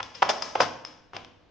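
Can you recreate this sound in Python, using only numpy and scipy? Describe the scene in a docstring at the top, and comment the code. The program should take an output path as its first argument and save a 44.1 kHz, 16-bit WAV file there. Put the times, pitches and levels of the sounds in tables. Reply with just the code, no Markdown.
"""A quiet tiled kitchen, close to a utensil rack as steel knives are lowered into it.
Blades tick and chatter against each other in bursts of noise, then ring with a thin, bright ting.
Handles land on the frame with hollow two-note knocks; the rack rings briefly and the shelf bumps.
The room answers the contacts, over a faint hush and mains hum."""
import sys
import numpy as np
from scipy import signal
from scipy.fft import rfft, irfft
from scipy.io import wavfile
from scipy.ndimage import uniform_filter1d

SR = 44100
rng = np.random.default_rng(int(sys.argv[2]) if len(sys.argv) > 2 else 0)


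def to_wav(sig):
    """Store sig (one row per channel, or 1-D mono) as 16-bit WAV at the path in sys.argv[1].

    Samples outside -1..1 are clipped; the rate is SR.
    """
    pcm = np.clip(np.atleast_2d(sig), -1, 1) * 32767
    pcm = np.round(pcm).astype(np.int16)
    wavfile.write(sys.argv[1], SR, pcm.T)  # frames by channels


N = 66150
FFT_SIZE = 2 ** 17
HZ = np.maximum(np.arange(FFT_SIZE // 2 + 1) * SR / FFT_SIZE, 1)
T = np.arange(N) / SR

# Knife hits: t/s, attack/ms, decay/ms, thud/dB, knock/dB, clack/dB, tick/dB, steel/dB, pan/dB, send/dB
HITS = [ (0.005, 2.4, 1.2, -4.5, -0.5, 5.5, -1, -10.5, -3.5, 0),
        (0.030, 0.69, 0.39, -16.5, -6, -10, -5.5, -1, 5.5, -1.5),
        (0.153, 5.8, 4, -16, -17.5, -14, -11, -11, 2.5, 9),
        (0.2236, 1.7, 2.4, -2.5, 15, 8, 7.5, -1.5, 3.5, -1.5),
        (0.2273, 0.28, 0.71, 1, 20.5, 20.5, 8, -1, -3.5, -3.5),
        (0.231, 0.16, 1, -2.5, -0.5, 11.5, -1, 0, 8.5, 2.5),
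        (0.2948, 2.5, 5.6, 3, 16, 11.5, 9.5, 13, -1, -7.5),
        (0.299, 0.27, 11, -3.5, 19.5, 12, 3, 12, 2.5, -4.5), (0.424, 1.3, 1.9, -6.5, 0, 4, -3, 5, 1, 4),
        (0.5553, 1.2, 3, -3, 10.5, 9.5, 1, -4, -3, 2.5),
        (0.6053, 1.8, 3.4, 7, 18.5, 18.5, 8, 3, -2.5, -6.5),
        (0.607, 0.2, 0.27, -3.5, 3, 13.5, 6.5, 8, -3.5, -3),
        (0.615, 8.8, 26.6, 10, 17.5, 17, 7, 12.5, 3.5, -11),
        (0.851, 1.5, 0.57, -12.5, -15.5, -3.5, -9, -7, -3.5, 2),
        (1.134, 0.364, 1.9, -8.5, -12.5, -3, -19.5, -21.5, -1.5, 3.5),
        (1.155, 11.1, 30, -3, -1, -7, -5, -12.5, 1, -5.5),
        (1.1666, 0.69, 1.37, -4.5, -1.5, -2.5, -1.5, -7.5, -0.5, -2.5),
        (1.248, 0.76, 0.88, -29, -14.5, -19, -11.5, -15, 0.5, -9.5), ]
# EQ on every hit: f/Hz, gain/dB
HIT_EQ = [(30, -29), (100, -5.5), (170, -5.5), (250, 0), (380, 0), (520, 1.5), (800, 4), (930, 3),
          (1040, 3), (1400, 2), (1850, -0.5), (2500, 0.5), (3250, 1.5), (4200, -8), (5100, -1.5),
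          (6100, -8.5), (7200, -21), (8700, -34.5), (10500, -54.5), (13000, -76)]
# Leftward lean of the dry chatter, tings and knocks: f/Hz, pan/dB
LEFT_LEAN = [(200, 3.5), (550, -3.5), (800, -1), (1100, 5.5), (2000, -1), (4800, 7.5), (7000, 2.5)]
# Centres of the thud, knock, clack, tick and steel bands: f/Hz
BAND_CENTRES = (200, 650, 1250, 3000, 5400)


def knife_chatter():
    """Each contact is a noise burst that swells and dies. Gives spectra: dry stereo and a mono send."""
    direct, send = 0, 0
    for start, attack_ms, decay_ms, *bands_db, pan_db, send_db in HITS:
        age_ms = (T - start) * 1000
        falloff = np.where(age_ms < 0, .5 * (age_ms / attack_ms) ** 2, age_ms / decay_ms)
        envelope = np.exp(-np.minimum(falloff, 40))
        burst = flattened(rng.choice([-1, 1], (2, N)) * envelope, bins=1100)
        tone_db = np.interp(np.log(HZ), np.log(BAND_CENTRES), bands_db) + at_hz(HIT_EQ, HZ)
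        hit = burst * minimum_phase(tone_db)
        direct = direct + stereo(hit, width=0.4) * panned(pan_db + at_hz(LEFT_LEAN, HZ))
        send = send + hit[0] * from_db(send_db)
    return direct, send


# Handles on the rack: t/s, then f/Hz, t60/s, level/dB for the low note and again for the high note
HANDLE_LANDINGS = [(0.003, 1010, 0.031, -26, 1300, .02, -18.5), (0.2212, 772, 0.032, -7, 969, 0.05, -11.5),
                   (0.2975, 610, 0.018, -11.5, 997, 0.039, -19.5),
                   (0.5548, 558, 0.016, -9.5, 828, 0.013, -1), (0.6027, 548, 0.029, -5, 1060, .04, -12.5),
                   (0.615, 612, .09, -26, 1024, 0.049, -26.5),
                   (1.1655, 745, 0.016, -29.5, 1113, 0.014, -29)]


def handle_knocks():
    """Spectrum of handles landing: two hollow, damped notes each. The open frame radiates little bass."""
    attack_s = 0.0015
    notes = sum(from_db(low_db) * struck_mode(low_hz, low_t60, start, attack_s)
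                + from_db(high_db) * struck_mode(high_hz, high_t60, start, attack_s)
                for start, low_hz, low_t60, low_db, high_hz, high_t60, high_db in HANDLE_LANDINGS)
    low_cut = signal.butter(2, 324, "high", fs=SR, output="sos")
    return rfft(signal.sosfilt(low_cut, notes + 1e-18), FFT_SIZE)


# Partials of each blade, by name: f/Hz, level/dB, t60/s
BLADE_MODES = { "first": [(5010, -7, 0.16), (4996, -2, 0.12), (5180, -9, 0.11), (5150, 3, .025)],
               "second": [(5082, -29.5, 0.25), (6045, -15, 0.3), (4980, 6.5, 0.036), (5300, 7, 0.01)],
               "third": [(5087, -6.5, 0.31), (5150, -8, 0.28), (5330, -6, 0.21), (5100, -6, 0.25),
               (5230, 22.5, 0.014)], "fourth": [(3510, 3.5, 0.048), (3200, -2, 0.02)],
               "fifth": [(5050, 1.5, 0.01), (5450, -1, 0.009)], }
# Strikes that set a blade ringing: t/s, blade name, level/dB
BLADE_STRIKES = [(0.029, "fourth", -38.5), (0.151, "first", -40), (0.2945, "first", -35.5),
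                 (0.2945, "fourth", -25), (0.422, "second", -34), (0.422, "fifth", -17),
                 (0.605, "first", -32), (0.85, "third", -46), (0.871, "third", -59),
                 (1.166, "fifth", -25.5)]


def blade_tings():
    """Spectrum of steel on steel: a bright chink and a thin ringing tail."""
    tings = sum(from_db(strike_db + mode_db) * struck_mode(hz, t60, start, attack_s=0.00071)
                for start, blade, strike_db in BLADE_STRIKES for hz, mode_db, t60 in BLADE_MODES[blade])
    return rfft(tings, FFT_SIZE)


# Resonances of the rack: f/Hz, energy relative to the send/dB, t60/s
RACK_MODES = [(247, -26, 0.2), (476, -25, 0.8), (551, -21.5, 0.18), (660, -28.5, 0.073), (754, -29, 0.35),
              (1018, -24.5, 0.28), (1066, -31, 0.14), (1262.7, -34, 0.21), (1860, -38, 0.22)]


def rack_ring():
    """Frequency response of the rack: short-lived modes, each with its own path to either ear."""
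    ring = 0
    for hz, db, t60 in RACK_MODES:
        mode = struck_mode(hz, t60, start=0.001 * rng.random((2, 1)))
        ring = ring + from_db(db) * mode / np.linalg.norm(mode[0])
    return rfft(ring, FFT_SIZE)


# Low bumps under the rack: t/s, level/dB
SHELF_BUMPS = [(0.002, -48), (0.224, -45), (0.296, -48.5), (0.604, -45), (1.135, -51)]


def shelf_thumps():
    """The weight of a knife reaches the shelf, which gives a soft, low bump."""
    return sum(from_db(db) * struck_mode(hz=102, t60=.3, start=start, attack_s=.006)
               for start, db in SHELF_BUMPS)


# Tiled-room reverb: f/Hz, level/dB, t60/s, pan/dB, width/0-1
REVERB_BANDS = [(100, 10, 0.72, 1, 0.4), (319, 3.5, 0.87, -0.5, .42), (700, -2.5, 0.55, -2, 0.5),
                (1410, -5.5, 0.95, 2, 0.47), (3000, -3, 0.43, 1.5, 0.6), (5150, -0.5, 0.6, 6.5, .5),
                (9597, -3.5, 0.6, 2, .55)]


def kitchen_reverb():
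    """Frequency response of the room: diffuse reflections that die at their own rate in each octave."""
    white = rfft(rng.standard_normal((2, N)), FFT_SIZE)
    build_up = 1 - np.exp(-T / 0.00077)
    tail = 0
    for centre_hz in 2. ** np.arange(6, 15):
        octave = irfft(white * np.maximum(1 - abs(np.log2(HZ / centre_hz)), 0))[:, :N]
        t60 = at_hz(REVERB_BANDS, centre_hz, column=2)
        envelope = from_db(-60 * T / t60) * build_up
        tail = tail + octave * envelope / np.linalg.norm(envelope)
    reflections = stereo(flattened(tail, bins=240), width=at_hz(REVERB_BANDS, HZ, column=4))
    return reflections * from_db(at_hz(REVERB_BANDS, HZ)) * panned(at_hz(REVERB_BANDS, HZ, column=3))


# Tone of the hush: f/Hz, relative level/dB
HUSH_EQ = [(25, -7.5), (60, -3), (100, -6), (160, -6), (250, -10.5), (600, -10.5), (1500, -21),
           (4000, -24.5), (6500, -36.5), (10000, -66), (15000, -61.5)]
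# Mains hum partials: f/Hz, rms level/dB
HUM_PARTIALS = [(100, -73), (300, -73.5), (500, -73), (700, -75.5)]


def room_tone():
    """A soft, dark hush and the mains hum of an appliance."""
    white = rfft(rng.standard_normal((2, FFT_SIZE)))
    hush = irfft(white * from_db(at_hz(HUSH_EQ, HZ)))[:, :N]
    hum = sum(from_db(db) * np.sqrt(2) * np.sin(2 * np.pi * (hz * T + rng.random()))
              for hz, db in HUM_PARTIALS)
    return from_db(-62) * stereo(hush / hush.std(), width=0.67) + hum


def struck_mode(hz, t60, start, attack_s=1 / SR):
    """One decaying sine, struck at the start time; a longer attack is a softer contact."""
    age = np.maximum(T - start, 0)
    attack = 1 - np.exp(-(age / attack_s) ** 2)
    return np.sin(2 * np.pi * hz * age) * from_db(-60 * age / t60) * attack


def from_db(db):
    """Decibels to gain."""
    return 10 ** (np.asarray(db) / 20)


def at_hz(table, hz, column=1):
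    """Read one column of a table on a log-frequency axis."""
    table = np.array(table)
    return np.interp(np.log(hz), np.log(table[:, 0]), table[:, column])


def minimum_phase(db):
    """An EQ with the given gains and no pre-ring."""
    cepstrum = irfft(np.log(from_db(db)))
    cepstrum[1:FFT_SIZE // 2] *= 2
    cepstrum[FFT_SIZE // 2 + 1:] = 0
    return np.exp(rfft(cepstrum))


def flattened(x, bins):
    """Spectrum of x with its broad humps levelled to unit height."""
    spectrum = rfft(x, FFT_SIZE)
    return spectrum / np.sqrt(uniform_filter1d(abs(spectrum) ** 2, bins, axis=-1) + 1e-12)


def stereo(pair, width):
    """Mid and side to left and right, at equal power."""
    mid, side = pair
    return np.array([mid + width * side, mid - width * side]) / np.sqrt(1 + width ** 2)


def panned(db):
    """Left and right gains for a level difference; positive leans left."""
    return from_db(np.array([[.5], [-.5]]) * db)


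def scene():
    """Chatter, knocks and tings feed the reverb; the chatter also rings the rack. Shelf and bed below."""
    chatter, send = knife_chatter()
    tings, knocks = blade_tings(), handle_knocks()
    reverb = (send + from_db(-16) * tings + from_db(-9.5) * knocks) * kitchen_reverb()
    ear_delay_s = np.array([[0], [0.00015]])  # the knocks reach the right ear slightly later
    stereo_knocks = knocks * np.exp(-2j * np.pi * HZ * ear_delay_s)
    notes = (stereo_knocks + tings) * panned(at_hz(LEFT_LEAN, HZ))
    knives = irfft(chatter + notes + send * rack_ring() + reverb)[:, :N]
    return knives + shelf_thumps() + room_tone()


def record(dry):
    """A steep high cut, 70 dB down from 15.7 kHz up."""
    return signal.sosfilt(signal.cheby2(12, 70, 15700, fs=SR, output="sos"), dry)


dry = scene()
out = record(dry)
to_wav(out)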